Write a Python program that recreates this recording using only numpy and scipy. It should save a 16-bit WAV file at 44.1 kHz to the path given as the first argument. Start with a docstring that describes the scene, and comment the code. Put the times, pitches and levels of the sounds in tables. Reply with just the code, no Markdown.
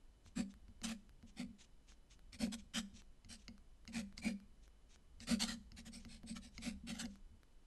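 """Fountain pen on textured paper

A pen writes a few words, close up in a quiet room. In each stroke random slips of the steel nib over the
fibres are filtered into scratch, while the same force drives the desk top modes as a drumming.
Nib contacts add clicks, thuds and a low knock; faint ticks, soft finger bumps and brushing slides of the
hand are scattered around them. Decaying noise makes the short room tail, over rumble, air, hum and whine."""
import sys
import numpy as np
from scipy import signal
from scipy.fft import rfft, irfft
from scipy.io import wavfile
from scipy.ndimage import uniform_filter1d, map_coordinates

SR = 44100
rng = np.random.default_rng(int(sys.argv[2]) if len(sys.argv) > 2 else 0)


def waveform_to_disk(signal):
    """Save audio, clipped to [-1, 1], as 16-bit WAV at the path in sys.argv[1]."""
    frames = np.transpose(np.atleast_2d(signal))
    scaled = np.clip(frames, -1, 1) * 32767
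    samples = np.round(scaled).astype(np.int16)
    wavfile.write(sys.argv[1], SR, samples)


N = 338060
TIME = np.arange(N) / SR
FREQ = np.maximum(np.fft.rfftfreq(N, 1 / SR), 1)

# nib strokes: (time [s], nominal length [s], relative scratch level [dB],
#   pull [-1 pushed away .. 1 drawn toward the hand], edge [about -1 nib flat .. 1 on its edge])
NIB_STROKES = [(0.351, 0.082, -50, 0.73, 0.18), (0.83, 0.043, -43.5, -0.32, -0.235),
               (0.856, 0.091, -50, 0.13, -.1), (1.356, 0.092, -54, 0.51, -0.089),
               (2.319, 0.055, -58, -0.38, 0.45), (2.384, 0.092, -47.5, 0.61, -0.12),
               (2.515, 0.0432, -47, -0.28, -0.5), (2.733, 0.08, -41.5, -0.33, -0.44),
               (3.283, 0.086, -54.5, -0.92, 0.3), (3.869, 0.041, -66.5, 0.79, 0.26),
               (3.918, 0.11, -49, 0.28, -0.0042), (4.165, 0.0463, -60, -0.75, 0.49),
               (4.213, 0.11, -47, 0.47, -0.015), (5.194, 0.0694, -58.5, -0.56, 0.1),
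               (5.264, 0.099, -42, 0.34, 0.018), (5.39, 0.073, -37.5, -0.75, -0.22),
               (5.453, .1, -47, -0.32, -0.24), (5.76, 0.058, -56.5, -0.25, -0.017),
               (5.848, 0.0487, -57.5, 0.17, -0.67), (5.913, 0.089, -56.5, -0.31, 1),
               (6.071, 0.12, -60.5, -0.39, 0.59), (6.259, 0.08, -54.5, -0.38, 1),
               (6.348, 0.043, -53.5, -0.19, -0.55), (6.407, 0.09, -61.5, -0.22, 0.26),
               (6.606, 0.12, -49.5, 0.183, 0.18), (6.863, .075, -49.5, 0.081, 0.033),
               (6.915, 0.0915, -58, -0.25, -0.69), (6.982, 0.0489, -44.5, -0.84, -0.61),
               (7.012, 0.057, -55.5, 0.64, -1.2)]
# the hand slides on the sheet: (time [s], nominal length [s], level [dB])
HAND_SLIDES = [(0.229, 0.091, -71), (0.486, 0.0504, -70.5), (1.261, 0.058, -70), (1.581, .085, -63.5),
               (1.86, 0.0893, -67.5), (2.092, 0.0692, -66.5), (2.575, 0.044, -64), (2.926, 0.1, -64),
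               (3.351, 0.13, -74), (4.604, 0.072, -74.5), (4.886, 0.087, -69), (5.981, 0.093, -70.5),
               (6.501, 0.195, -69.5), (7.078, 0.11, -75)]
# nib contacts, landings and two loud ticks of the lifted pen (at 2.467 and 7.055 s):
#   (time [s], relative level [dB], hardness [0..1])
NIB_CONTACTS = [(0.681, -52, 0.3), (0.8155, -40.5, 0.45), (1.226, -47.5, 0.22), (2.329, -44, 1),
                (2.467, -37.5, 0), (3.246, -49, 0.79), (3.48, -36, 0.74), (3.876, -38, 0.9),
                (4.178, -34, 1), (5.2027, -41, 0.91), (5.718, -45, .7), (6.049, -40, 0.48),
                (6.232, -43.5, 0.12), (6.3452, -54, 0.59), (6.5788, -34.5, 0.75), (7.055, -39, 0.78)]
# faint dry ticks of the lifted pen: (time [s])
TICK_TIMES = [0.262, 0.539, 1.093, 1.92, 2.192, 3.019, 3.579, 3.852, 4.125, 4.401, 4.678, 4.959, 7.156,
              7.432]
# fingers bump the desk softly: (time [s], desk level before softening [dB])
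FINGER_BUMPS = [(0.255, -59), (1.442, -36), (1.481, -45), (2.924, -47.5), (3.295, -54), (5.549, -39),
                (6.305, -33), (6.83, -38), (7.316, -56.5)]
# resonances of the desk top: (frequency [Hz], width [Hz], relative level [dB])
DESK_MODES = [(64.4, 45, -13.5), (197.9, 11, -3.5), (229.7, 28.6, 4), (391, 22, -25), (427, 50, -27.5),
              (506.6, 18.6, -21.5), (558, 28.2, -18), (733, 72, -19.5), (967, 101, -25)]
# colour of the scratch on paper: (frequency [Hz], relative level [dB])
PAPER_COLOUR = [(350.0, -9), (650.0, -5.5), (1050.0, -7), (1400.0, -5), (2100.0, -1), (3400.0, -3),
                (4300.0, -1), (5500.0, -5.0), (7000.0, -7.5), (8400.0, -4.5), (9200.0, -13.5),
                (9800.0, -21.5), (10700.0, -11.5), (11700.0, -20)]
# colour of skin brushing the sheet: (frequency [Hz], relative level [dB])
SKIN_COLOUR = [(700, -12), (1600, -10), (2300, -3.5), (4000, -2.5), (4700, -7), (6300, -0.5), (8200, -10),
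               (9800, -16.5), (11500, -31)]
# colour of a hard contact with ringing tines: (frequency [Hz], relative level [dB])
HARD_TAP_COLOUR = [(500, -9), (900, -16.5), (1300, 3), (1700, -6), (2150, 17), (2450, -3.5), (2850, 14),
                   (3500, -13.5), (4200, 14.5), (5300, 13), (5800, -5.5), (6500, 13.5), (9500, -50),
                   (11000, -15)]
# colour of a tick or soft contact: (frequency [Hz], relative level [dB])
DULL_TICK_COLOUR = [(300, -3), (900, -8), (1500, -1.5), (2200, -9), (3000, -12.5), (5200, -14), (8000, -24),
                    (11500, -19.5)]
# colour of the air noise: (frequency [Hz], relative level [dB])
AIR_COLOUR = [(12, -5), (22, 4), (38, -8), (50, -5.5), (85, -21), (200, -20.5), (500, -30.5), (1500, -38.5),
              (4000, -43), (11500, -48), (15000, -102)]
# mains hum and a thin electronic whine: (frequency [Hz], rms level [dB])
HUM_LINES = [(50, -71), (3000, -92.5), (4000, -99), (5001, -101), (7000, -102)]

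RISE_SHARE = 0.5  # share of a movement's nominal length spent speeding up
RUN_OUT = 1.33  # how quickly a movement coasts to rest
DESK_DB, DESK_PULL_DB = -0.2, 11.5  # desk drum over the listed scratch level, and its gain at full pull
BODY_PULL_DB = 8.5  # gain of the low body of the scratch at full pull
FIRM_DB, FIRM_BODY = -38.5, 1.1  # desk level above which a stroke gains body, dB of body per dB
TILT_DB, TILT_EDGE_DB = 1, 4  # brightness per octave above 2 kHz, and its gain on the edge
NIB_DB, NIB_EDGE_DB, NIB_PULL_DB = 2.5, 16.5, 7  # tine resonance, its gain on the edge and at full pull
FIZZ_HZ, FIZZ_EDGE_DB, FIZZ_PULL_DB = 9690, -4.5, 4.5  # finest fizz: start, gain on the edge and at full pull
ECHO_EDGE, ECHO_LAG_MS = 0.57, 0.219  # near reflection: strength on the edge, delay
HARD_THUD_DB = -14  # change of the thud for a fully hard contact
KNOCK_HZ, KNOCK_S, KNOCK_PEAK_DB = 84, 0.016, -55.5206  # low desk knock: pitch, decay, envelope peak
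AIR_DB = -64  # rms level of the air noise
TOP_HZ = 12000  # top of the recorded band


def strokes(scratch_db=1, lead_s=0.005016, body_hz=930, dig=1.13):
    """Friction at the nib radiates from the sheet and shakes the desk under it."""
    out = np.zeros(N)
    for s, length_s, db, pull, edge in NIB_STROKES:
        pace = speed(length_s)
        desk_db = drum_db(db, pull)
        # pulled and firm strokes press the sheet flat on the desk and gain low body
        body_db = BODY_PULL_DB * pull + FIRM_BODY * max(desk_db - FIRM_DB, 0)
        body = undb(body_db / (1 + (bins() / body_hz) ** 4))
        colour = nib_colour(pull, edge) * body
        force = fibres(pace, per_s=20000, spread_db=4.0, bump_db=1.5, bump_hz=256.2, catch_db=0.5)
        # the nib travels from one spot of the sheet to the next, so the colour shifts
        travel = np.linspace(0, np.pi / 2, len(pace))
        for share in (np.cos(travel) ** 2, np.sin(travel) ** 2):
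            spot = response(colour * sheet_modes(4.6))
            scratch = signal.fftconvolve(force * share, spot)
            add(out, s, undb(db + scratch_db) * scratch)
        # the desk drum builds up slowly, so its push starts a little early; it is hardest in mid stroke
        add(out, s - lead_s, undb(desk_db) * desk(force * pace ** dig))
    return out


def speed(length_s):
    """A movement of the fingers speeds up briskly, slows down and coasts softly to rest."""
    rise = np.sin(np.linspace(0, np.pi / 2, int(RISE_SHARE * length_s * SR)))
    slowing = np.arange(0, 2, 1 / ((1 - RISE_SHARE) * length_s * SR))
    return np.concatenate([rise, np.exp(-(RUN_OUT * slowing) ** 2)])


def fibres(pace, per_s, spread_db, bump_db, bump_hz, catch_db, catch_hz=70, swell=0.7):
    """Tiny slips over fibres, denser when faster, swelling with the bumps of the paper and uneven grip."""
    n = len(pace)
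    t = np.arange(n) / SR
    happens = rng.random(n) < pace * per_s / SR
    direction = rng.choice([-1, 1], n)
    slips = happens * direction * undb(spread_db * rng.standard_normal(n))
    grip_db = bump_db * wander(t * bump_hz) + catch_db * wander(t * catch_hz)
    return unit(slips * pace ** swell * undb(grip_db)) * np.sqrt(np.mean(pace ** 2))


def nib_colour(pull, edge, nib_hz=2330, nib_width_hz=430, low_hz=300):
    """The pose of the pen sets the brightness, tine resonance, fizz and notches of the scratch."""
    f = bins()
    paper = spectrum(PAPER_COLOUR, f) / (1 + (low_hz / f) ** 4)
    # on its edge the nib sounds brighter; on its edge or pulled, its tines resonate
    tilt_db = (TILT_DB + TILT_EDGE_DB * edge) * np.log2(np.maximum(f, 2000) / 4000)
    nib_db = NIB_DB + NIB_EDGE_DB * edge + NIB_PULL_DB * pull
    nib = undb(tilt_db + nib_db * np.exp(-((f - nib_hz) / nib_width_hz) ** 2))
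    # a flat, pulled nib fizzes most at the very top
    fizz_db = FIZZ_EDGE_DB * edge + FIZZ_PULL_DB * pull
    fizz = undb(fizz_db / (1 + (FIZZ_HZ / f) ** 20))
    # a near reflection cuts notches that change with the pose
    notches = np.abs(1 + ECHO_EDGE * edge * np.exp(-2j * np.pi * f * ECHO_LAG_MS / 1000))
    return paper * nib * fizz * notches


def sheet_modes(depth_db, spacing_hz=230):
    """Every spot on the sheet excites its own chance set of peaks and dips."""
    return undb(depth_db * wander(bins() / spacing_hz))


def drum_db(scratch_db, pull):
    """A pulled nib digs in and shakes the desk more than a pushed one."""
    return scratch_db + DESK_DB + DESK_PULL_DB * pull


def desk(force, size=11025):
    """The desk top builds up and rings in its modes, with as much energy as rms 1 over the push."""
    t = np.arange(size) / SR
    out = 0
    for hz, width, db in DESK_MODES:
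        mode = t * np.exp(-np.pi * width * t) * np.sin(2 * np.pi * hz * t)
        out = out + undb(db) * unit(signal.fftconvolve(force, mode))
    return out * np.sqrt(len(force)) / np.linalg.norm(out)


def taps(tap_db=-1, thud_db=2, push_s=0.003549, settle_s=0.00297, tick_db=-46, flesh_hz=215):
    """Each nib contact clicks, then thuds and knocks in the desk; faint ticks and bumps are mixed in."""
    out = np.zeros(N)
    push = np.hanning(int(push_s * SR) + 3)
    bright, dull = spectrum(HARD_TAP_COLOUR, bins()), spectrum(DULL_TICK_COLOUR, bins())
    for s, db, hardness in NIB_CONTACTS:
        # a harder contact rings the steel tines more and thuds less
        ring = np.clip(hardness, 0, 1)
        colour = bright ** ring * dull ** (1 - ring)
        add(out, s + 0.0012, undb(db + tap_db) * click(colour, chatter=0.043, chatter_s=0.0052))
        add(out, s + settle_s, undb(db + thud_db + HARD_THUD_DB * ring) * desk(push))
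        add(out, s, knock())
    for s in TICK_TIMES:
        add(out, s + .001, undb(tick_db) * click(dull, chatter=0.11, chatter_s=0.00072))
    # a fingertip is too soft to reach the upper modes of the desk
    cushion = signal.butter(3, flesh_hz, fs=SR, output="sos")
    cushioned = signal.sosfilt(cushion, desk(push))
    for s, desk_db in FINGER_BUMPS:
        add(out, s, undb(desk_db) * cushioned)
        add(out, s, knock())
    return out


def click(colour, chatter, chatter_s, size=900):
    """One contact with a brief chatter after it, peak 1."""
    force = chatter * rng.standard_normal(size) * np.exp(-np.arange(size) / SR / chatter_s)
    force[0] += 1
    sound = signal.fftconvolve(force, response(colour * sheet_modes(1.04, spacing_hz=699)))
    return sound / np.abs(sound).max()


def knock(size=8000):
    """The whole desk gives under a nib contact or finger and swings back a few times."""
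    t = np.arange(size) / SR
    swell = t / KNOCK_S * np.exp(1 - t / KNOCK_S)
    return undb(KNOCK_PEAK_DB) * np.sin(2 * np.pi * KNOCK_HZ * t) * swell


def slides():
    """Skin brushes the sheet as the hand moves on."""
    out, skin = np.zeros(N), spectrum(SKIN_COLOUR, bins())
    for s, length_s, db in HAND_SLIDES:
        force = fibres(speed(length_s), per_s=32000, spread_db=6.0, bump_db=0.0, bump_hz=147,
                       catch_db=3.5, swell=0.637)
        brush = signal.fftconvolve(force, response(skin * sheet_modes(1.33)))
        add(out, s, undb(db) * brush)
    return out


def hand_rumble(rumble_db=-58.0, follow=0.052, hold_s=.7):
    """The working hand rocks the desk: low noise swells with the strokes, a little more for firm ones."""
    effort = np.zeros(N)
    for s, length_s, db, pull, _ in NIB_STROKES:
        add(effort, s, undb(follow * drum_db(db, pull)) * speed(length_s))
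    effort = uniform_filter1d(effort, int(hold_s * SR))
    shake = noise([(15, -17.5), (28, 9.0), (42, -14.0), (65, 1.5), (100, -17), (150, -13.5),
                   (400, -86), (2000, -85)])
    return undb(rumble_db) * effort / effort.max() * shake


def room_tail(x, t60_s=0.4, wet_db=-20, bass_t60_s=0.33, bass_wet_db=-10, split_hz=330,
              gap_s=0.0032, size=30000):
    """Diffuse reflections of a small furnished room, with an extra, stronger return of the bass."""
    t = np.arange(size) / SR
    bass = signal.sosfilt(signal.butter(4, split_hz, fs=SR, output="sos"), x)
    out = 0
    for part, decay_s, db in ((x, t60_s, wet_db), (bass, bass_t60_s, bass_wet_db)):
        h = rng.standard_normal(size) * undb(-60 * t / decay_s) * (t > gap_s)
        out = out + undb(db) * signal.fftconvolve(part, h / np.linalg.norm(h))[:N]
    return out


def room_floor():
    """Faint shaped air noise under steady sine tones of hum and whine."""
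    lines = np.zeros(N)
    for hz, db in HUM_LINES:
        lines += undb(db) * np.sqrt(2) * np.sin(2 * np.pi * (hz * TIME + rng.random()))
    return undb(AIR_DB) * noise(AIR_COLOUR) + lines


def noise(points):
    """Steady noise of a given spectrum, rms 1."""
    return unit(irfft(rfft(rng.standard_normal(N)) * spectrum(points, FREQ), N))


def wander(x):
    """A smooth random curve of spread near 1 that heads for a new value with each unit of x."""
    values = rng.standard_normal(int(x[-1]) + 3)
    return map_coordinates(values, [x + rng.random()], order=3, mode="mirror")


def response(gain):
    """Causal minimum-phase impulse response in the shape of the given gains, scaled to unit energy."""
    cepstrum = irfft(np.log(gain + 1e-6))
    half = len(cepstrum) // 2
    # fold the mirrored half forward so that the sound starts at once
    cepstrum[1:half] *= 2
    cepstrum[half + 1:] = 0
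    h = irfft(np.exp(rfft(cepstrum)))
    return h / np.linalg.norm(h)


def spectrum(points, f):
    """Gain at frequencies f of a list of (frequency [Hz], level [dB]) points."""
    hz, db = np.transpose(points)
    return undb(np.interp(np.log(f), np.log(hz), db))


def bins(size=1024):
    """Frequencies on which short responses are drawn."""
    return np.maximum(np.fft.rfftfreq(size, 1 / SR), 1)


def undb(db):
    """Decibels to gain."""
    return 10 ** (np.asarray(db) / 20)


def unit(x):
    """Scale to rms 1."""
    return x / np.sqrt(np.mean(x ** 2) + 1e-30)


def add(track, s, sound):
    """Mix a sound into the track from time s on."""
    i = max(int(s * SR), 0)
    track[i:i + len(sound)] += sound[:max(N - i, 0)]


def scene():
    """Pen, hand and room, heard alike in both channels."""
    writing = strokes() + slides() + taps()
    mono = writing + room_tail(writing) + hand_rumble() + room_floor()
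    return np.array([mono, mono])


def record(dry):
    """A steep elliptic low-pass removes the top, as a phone does."""
    return signal.sosfilt(signal.ellip(10, .2, 70, TOP_HZ, fs=SR, output="sos"), dry)


dry = scene()
out = record(dry)
waveform_to_disk(out)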